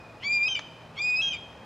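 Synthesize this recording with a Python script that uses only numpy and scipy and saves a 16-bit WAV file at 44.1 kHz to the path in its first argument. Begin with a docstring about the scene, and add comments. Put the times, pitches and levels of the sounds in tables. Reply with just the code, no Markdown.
"""Outdoor noise and a wavering low hum lie under the dying ring of an earlier scream.
A hawk on a branch then screams twice. Each scream slides up into a clear harmonic whistle with weak
half tones, cracks into a higher, rougher register where two voices beat, and drops back as it dies.
Decaying noise and one delayed copy make the echo from the trees. A sharp dry tick, a burst of
filtered noise, sounds as the first scream ends; a much fainter one follows the second."""
import sys
import numpy as np
from scipy import signal
from scipy.fft import rfft, irfft
from scipy.io import wavfile
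from scipy.ndimage import uniform_filter1d

SR = 44100
rng = np.random.default_rng(int(sys.argv[2]) if len(sys.argv) > 2 else 0)


def wav_record(signal):
    """Record a signal, one row per channel, as 16-bit PCM in the file named by sys.argv[1]."""
    frames = np.transpose(np.atleast_2d(signal))
    bounded = np.clip(frames, -1, 1)
    # unit amplitude maps onto the largest positive 16-bit level
    quanta = np.round(bounded * 32767).astype(np.int16)
    wavfile.write(sys.argv[1], SR, quanta)


N = 72765
T = np.arange(N) / SR  # time [s]
JITTER_RATE_HZ = 320  # corner rate of the voice's pitch and level flutter


def amp(db):
    """Level law: decibels to amplitude gain."""
    return 10 ** (np.asarray(db) / 20)


def unit(x):
    """Normalisation of signal power: scales to rms 1."""
    return x / np.sqrt(np.mean(x ** 2) + 1e-20)


def read(points, hz):
    """Interpolates a spectrum linearly on a log-frequency axis."""
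    f, value = np.transpose(points)
    return np.interp(np.log(hz + 1), np.log(f + 1), value)


def colour(x, points):
    """Linear filtering: multiplies the Fourier spectrum by a gain curve in dB."""
    hz = np.fft.rfftfreq(x.shape[-1], 1 / SR)
    return irfft(rfft(x) * amp(read(points, hz)), x.shape[-1])


def wander(rate_hz):
    """Random modulation: white noise of rms 1, weakened above a corner rate."""
    hz = np.fft.rfftfreq(N, 1 / SR)
    spectrum = rfft(rng.standard_normal(N)) / np.sqrt(1 + (hz / rate_hz) ** 4)
    return unit(irfft(spectrum, N))


def phase_of(hz):
    """Phase is the time integral of angular frequency."""
    return 2 * np.pi * np.cumsum(hz) / SR


def tone(phase, db):
    """Simple harmonic oscillation: a sine of the given rms level."""
    return np.sqrt(2) * amp(db) * np.sin(phase)


def partials(phase, table, db):
    """Superposition of tones on whole and half multiples of one pitch."""
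    return sum(tone(multiple * phase, db + relative_db) for multiple, relative_db in table)


def bump(t, width):
    """Gaussian envelope around time zero."""
    return np.exp(-(t / width) ** 2 / 2)


def pan(left_db):
    """Interchannel level difference: gains of the left and right channels."""
    return amp([[left_db / 2], [-left_db / 2]])


def pair():
    """Diffuse field: two noises whose correlation depends on frequency."""
    # (frequency [Hz], left-right correlation [0 to 1])
    likeness = [(60, 0.97), (125, 0.99), (250, 0.92), (600, 0.96), (1300, 0.92), (3000, .93), (8000, 0.9),
                (12000, 1)]
    a, b = rfft(rng.standard_normal((2, N)))
    same = np.clip(read(likeness, np.fft.rfftfreq(N, 1 / SR)), 0, .999)
    mid = a * np.sqrt((1 + same) / 2)
    side = b * np.sqrt((1 - same) / 2)
    return irfft(np.array([mid + side, mid - side]), N)


def old_echo():
    """Exponential decay: the wood still rings in narrow bands with an earlier scream."""
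    # (frequency [Hz], width of the random frequency modulation [Hz], level at time zero [dB])
    ring_bands = [(2490, 40, -53), (5030, 130, -70)]
    t60_s, flutter = 1.2, .4  # flutter: rms share of the amplitude
    ring = 0
    for hz, width, db in ring_bands:
        phase = phase_of(hz + width / 2 * wander(width))
        ring = ring + tone(phase, db) * (1 + flutter * wander(width))
    return ring * amp(-60 * T / t60_s)


def background():
    """Superposition of broadband outdoor noise and distant, frequency-modulated hums."""
    # spectrum of the outdoor noise (frequency [Hz], relative level [dB])
    air_spectrum = [(15, -78.5), (25, -31), (55, -10), (156, -4), (183, -8), (221, -6), (340, -11.5),
                    (537, -8), (782, -8.5), (848, -8), (1750, -18), (1900, -18.5), (2230, -22.5),
                    (2420, -15.5), (2850, -25), (3170, -27.5), (3530, -26), (5140, -31), (15500, -53)]
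    # distant hums (middle of rise [s], middle of fall [s], frequency [Hz], level [dB])
    hum_tones = [(0, 1.7, 113.9, -59), (.2, .42, 215, -57.5), (.62, 1.7, 161.2, -60),
                 (1.1, 1.7, 71.6, -59.5)]
    air_db, rise_s, waver, left_db = -48.5, 0.18, .015, .3  # waver: rms share of the frequency
    hum = 0
    for start, end, hz, db in hum_tones:
        fade = np.clip(np.minimum(T - start, end - T) / rise_s + .5, 0, 1)
        hum = hum + tone(phase_of(hz * (1 + waver * wander(8))), db) * fade
    air = amp(air_db) * unit(colour(pair(), air_spectrum))
    return pan(left_db) * (air + hum)


def gesture(rows):
    """Voice control: the on-off gate of one register, then its smoothed curves."""
    edge_s = 0.0024  # switch between registers
    s, *columns = np.transpose(rows)
    gate = np.clip(np.minimum(T - s[0], s[-1] - T) / edge_s + .8, 0, 1)
    curves = [uniform_filter1d(np.interp(T, s, c), size=220) for c in columns]
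    return [np.sin(gate * np.pi / 2) ** 2] + curves


def rasp(db):
    """Turbulence: air noise in the throat, filtered to a band near the voice."""
    # (frequency [Hz], relative level [dB])
    throat_spectrum = [(1000, -25.5), (1700, -20), (2200, -5.5), (2900, 12), (4000, -21), (5500, -16),
                       (8000, -21), (14000, -47)]
    return amp(db) * unit(colour(rng.standard_normal(N), throat_spectrum))


def whistle(rows):
    """Harmonic series: a scraping start, a steady tone, half tones that swell before the crack."""
    # half tones (multiple of the pitch, level under the voice before the swell [dB])
    half_tones = [(.5, -42), (1.5, -34), (2.5, -58), (3.5, -57)]
    # the period doubles briefly as the voice catches (multiple of the pitch, level before gain [dB])
    catch_tones = [(.5, -53.5), (1.5, -41.5), (2.5, -57.5)]
    gain_db, rasp_db, scrape_db = 2, -43, -50
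    second_least_db, fourth_db, fifth_db = -28, -66, -66  # harmonics, relative to the fundamental
    jitter, onset_jitter = .001, .017  # rms share of the pitch
    shimmer, onset_shimmer = .012, .45  # rms share of the amplitude
    onset_s, scrape_s = .016, .012  # widths of the bell curves
    swell_db, swell_s = 19, 0.016
    catch_lag_s, catch_width_s = 0.024, 0.012

    gate, hz, db, second_db, third_db = gesture(rows)
    age = T - rows[0][0]
    left = np.maximum(rows[-1][0] - T, 0)  # time left before the crack
    shaky = bump(age, onset_s)
    phase = phase_of(hz * (1 + (jitter + onset_jitter * shaky) * wander(JITTER_RATE_HZ)))

    second_db = np.maximum(second_db, db + second_least_db)
    levels = [db, second_db, third_db, db + fourth_db, db + fifth_db]
    voice = sum(tone(k * phase, level) for k, level in enumerate(levels, 1))
    voice += partials(phase, half_tones, db + swell_db * np.exp(-left / swell_s))
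    voice += partials(phase, catch_tones, 0) * bump(age - catch_lag_s, catch_width_s)

    flutter = 1 + (shimmer + onset_shimmer * shaky) * wander(JITTER_RATE_HZ)
    scrape = rasp(scrape_db) * bump(age, scrape_s)
    return gate * amp(gain_db) * (voice * flutter + rasp(db + rasp_db)) + scrape


def trees(x):
    """Reverberation: convolution with quick scatter from branches and a long faint wood echo."""
    # (frequency [Hz], gain [dB])
    echo_colour = [(500, 1.5), (2400, 5.5), (3200, 13), (5000, 7), (7000, 9.5), (12000, 5)]
    near_db, near_t60_s = -20, .25
    far_db, far_t60_s, far_rise_s = -29.5, 1.05, 0.12
    near = pair() * amp(-60 * T / near_t60_s) * (T > .003)
    far = pair() * amp(-60 * T / far_t60_s) * np.minimum(T / far_rise_s, 1)
    # each part is scaled to unit energy in the left channel before its gain
    tail = amp(near_db) * near / np.linalg.norm(near[0])
    tail += amp(far_db) * far / np.linalg.norm(far[0])
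    return signal.fftconvolve(colour(x, echo_colour)[None], tail, axes=1)[:, :N]


def slap(x):
    """Discrete reflection: one delayed, filtered copy from the trunks."""
    # (frequency [Hz], gain before the overall echo gain [dB])
    slap_colour = [(500, -21), (2500, -18.5), (3150, 6.5), (3400, 12), (5000, -17), (6400, -14.5),
                   (12000, -17.5)]
    delay_s, echo_db = .166, -31
    return amp(echo_db) * np.interp(T - delay_s, T, colour(x, slap_colour), left=0)


def shriek(rows):
    """Intermodulation: a weaker, lower voice beats with the high one and makes side tones."""
    # (multiple of the pitch, level under the voice [dB])
    shriek_tones = [(.5, -28), (3, -54)]
    # lower voice and side tones (multiple of the pitch, multiple of the beat, level under the voice [dB])
    beat_tones = [(1, -1, -11), (1, 1, -24), (2, -1, -22.5), (2, -2, -27), (2, 1, -44.5)]
    beat_hz, gain_db, rasp_db = 658, 1.5, -23
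    jitter, beat_jitter, shimmer = .0015, .025, .04  # rms shares of pitch, beat and amplitude
    gate, hz, db, second_db = gesture(rows)
    phase = phase_of(hz * (1 + jitter * wander(JITTER_RATE_HZ)))
    beat = phase_of(beat_hz * (1 + beat_jitter * wander(JITTER_RATE_HZ)))
    voice = tone(phase, db) + tone(2 * phase, second_db)
    voice += partials(phase, shriek_tones, db)
    voice += sum(tone(k * phase + m * beat, db + relative_db) for k, m, relative_db in beat_tones)
    flutter = 1 + shimmer * wander(JITTER_RATE_HZ)
    return gate * amp(gain_db) * (voice * flutter + rasp(db + rasp_db))


def drop(rows):
    """Subharmonic voice: falls back to the low register and sags, hoarse with noise."""
    # (multiple of the pitch, level relative to the voice [dB])
    drop_tones = [(.5, -27), (1, 0), (1.5, -17), (2, -17), (2.5, -31), (3, -26)]
    gain_db, rasp_db = -0.5, -17
    jitter, shimmer = .008, .14  # rms shares of pitch and amplitude
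    gate, hz, db = gesture(rows)
    phase = phase_of(hz * (1 + jitter * wander(JITTER_RATE_HZ)))
    voice = partials(phase, drop_tones, db)
    flutter = 1 + shimmer * wander(JITTER_RATE_HZ)
    return gate * amp(gain_db) * (voice * flutter + rasp(db + rasp_db))


def tick(s, db):
    """Impulsive noise: a dry snap with a short scattered tail, both decaying exponentially."""
    # (frequency [Hz], relative level [dB])
    tick_spectrum = [(150, -24), (400, -6), (1000, -2), (1900, 0), (3000, -1), (4500, -14), (6200, -15),
                     (9000, -38), (15000, -64)]
    snap_s, tail_db, tail_s = .0025, -13, .007  # time constants to 1/e
    age = np.maximum(T - s, 0)
    shape = (T > s) * (np.exp(-age / snap_s) + amp(tail_db) * np.exp(-age / tail_s))
    noise = rng.standard_normal(N)
    return amp(db) * colour(shape * noise, tick_spectrum) / np.std(colour(noise, tick_spectrum))


def scene():
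    """Superposition of direct sound, reflections and background: two screams and two ticks."""
    # clear whistles (time [s], pitch [Hz], then levels before the register gain:
    # fundamental [dB], second harmonic [dB], third harmonic [dB])
    whistle_1 = [(0.222, 1901, -55, -74.5, -90), (0.242, 2224, -38.5, -45, -60.5),
                 (0.282, 2350, -28.5, -37.5, -51.5), (0.288, 2325, -34.5, -37.5, -74),
                 (0.296, 2378, -28.5, -60, -51), (0.332, 2413, -25.5, -35, -51.5),
                 (0.372, 2393, -26.5, -41.5, -52.5), (0.38, 2421, -25.5, -43.5, -63),
                 (0.386, 2366, -31, -49, -59.5), (0.412, 2385, -26.5, -71, -61),
                 (0.434, 2407, -24, -36, -57), (0.454, 2468, -26, -45, -61.5), (0.472, 2545, -32, -36, -65),
                 (0.482, 2546, -25.5, -35.5, -61)]
    whistle_2 = [(0.966, 2194, -57, -70, -90), (0.984, 2186, -39, -48.5, -63.5),
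                 (0.998, 2412, -35.5, -51, -63.5), (1.008, 2376, -29.5, -83, -64),
                 (1.018, 2413, -31.5, -38, -51), (1.066, 2491, -27.5, -43.5, -52.5),
                 (1.104, 2478, -26, -38, -53.5), (1.13, 2484, -26, -69.5, -56.5),
                 (1.14, 2483, -26, -46.5, -55), (1.152, 2490, -25.5, -46.5, -57.5),
                 (1.172, 2516, -33, -33, -62.5), (1.208, 2600, -24.5, -47, -62),
                 (1.217, 2722, -33.5, -50, -85)]
    # high register (time [s], pitch [Hz], levels before the register gain:
    # fundamental [dB], second harmonic [dB])
    shriek_1 = [(0.484, 3153, -33.5, -48.5), (0.498, 3141, -34, -49.5), (0.532, 3129, -30, -46.5),
                (0.54, 3038, -39.5, -56.5), (0.55, 3069, -34.5, -43), (0.556, 3026, -21, -63.5),
                (0.561, 2820, -44, -69)]
    shriek_2 = [(1.219, 3256, -31, -54), (1.231, 3240, -28, -51), (1.267, 3231, -31, -56),
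                (1.289, 3206, -29.5, -43.5), (1.305, 3156, -39.5, -59), (1.318, 3132, -37, -46.5),
                (1.332, 2997, -32.5, -65)]
    # closing drop (time [s], pitch [Hz], level before the register gain [dB])
    drop_1 = [(.562, 2415, -29.5), (.571, 2362, -30), (.58, 2325, -34.5), (.598, 2244, -39)]
    drop_2 = [(1.332, 2461, -31.5), (1.351, 2415, -31), (1.359, 2360, -42), (1.374, 2190, -51)]
    # dry ticks (time [s], noise level before the decay [dB])
    tick_times = [(.5925, -27), (1.528, -47)]
    hawk_left_db = .5
    first_scream = whistle(whistle_1) + shriek(shriek_1) + drop(drop_1)
    second_scream = whistle(whistle_2) + shriek(shriek_2) + drop(drop_2)
    direct = first_scream + second_scream + sum(tick(s, db) for s, db in tick_times)
    wood = direct + trees(direct) + slap(direct) + old_echo()
    return pan(hawk_left_db) * wood + background()


def record(dry):
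    """Band limitation: a linear-phase low-pass filter, the recorder's upper limit."""
    cutoff_hz = 15700
    taps = signal.firwin(511, cutoff_hz, window=("kaiser", 9), fs=SR)
    return signal.oaconvolve(dry, taps[None], "same")


dry = scene()
out = record(dry)
wav_record(out)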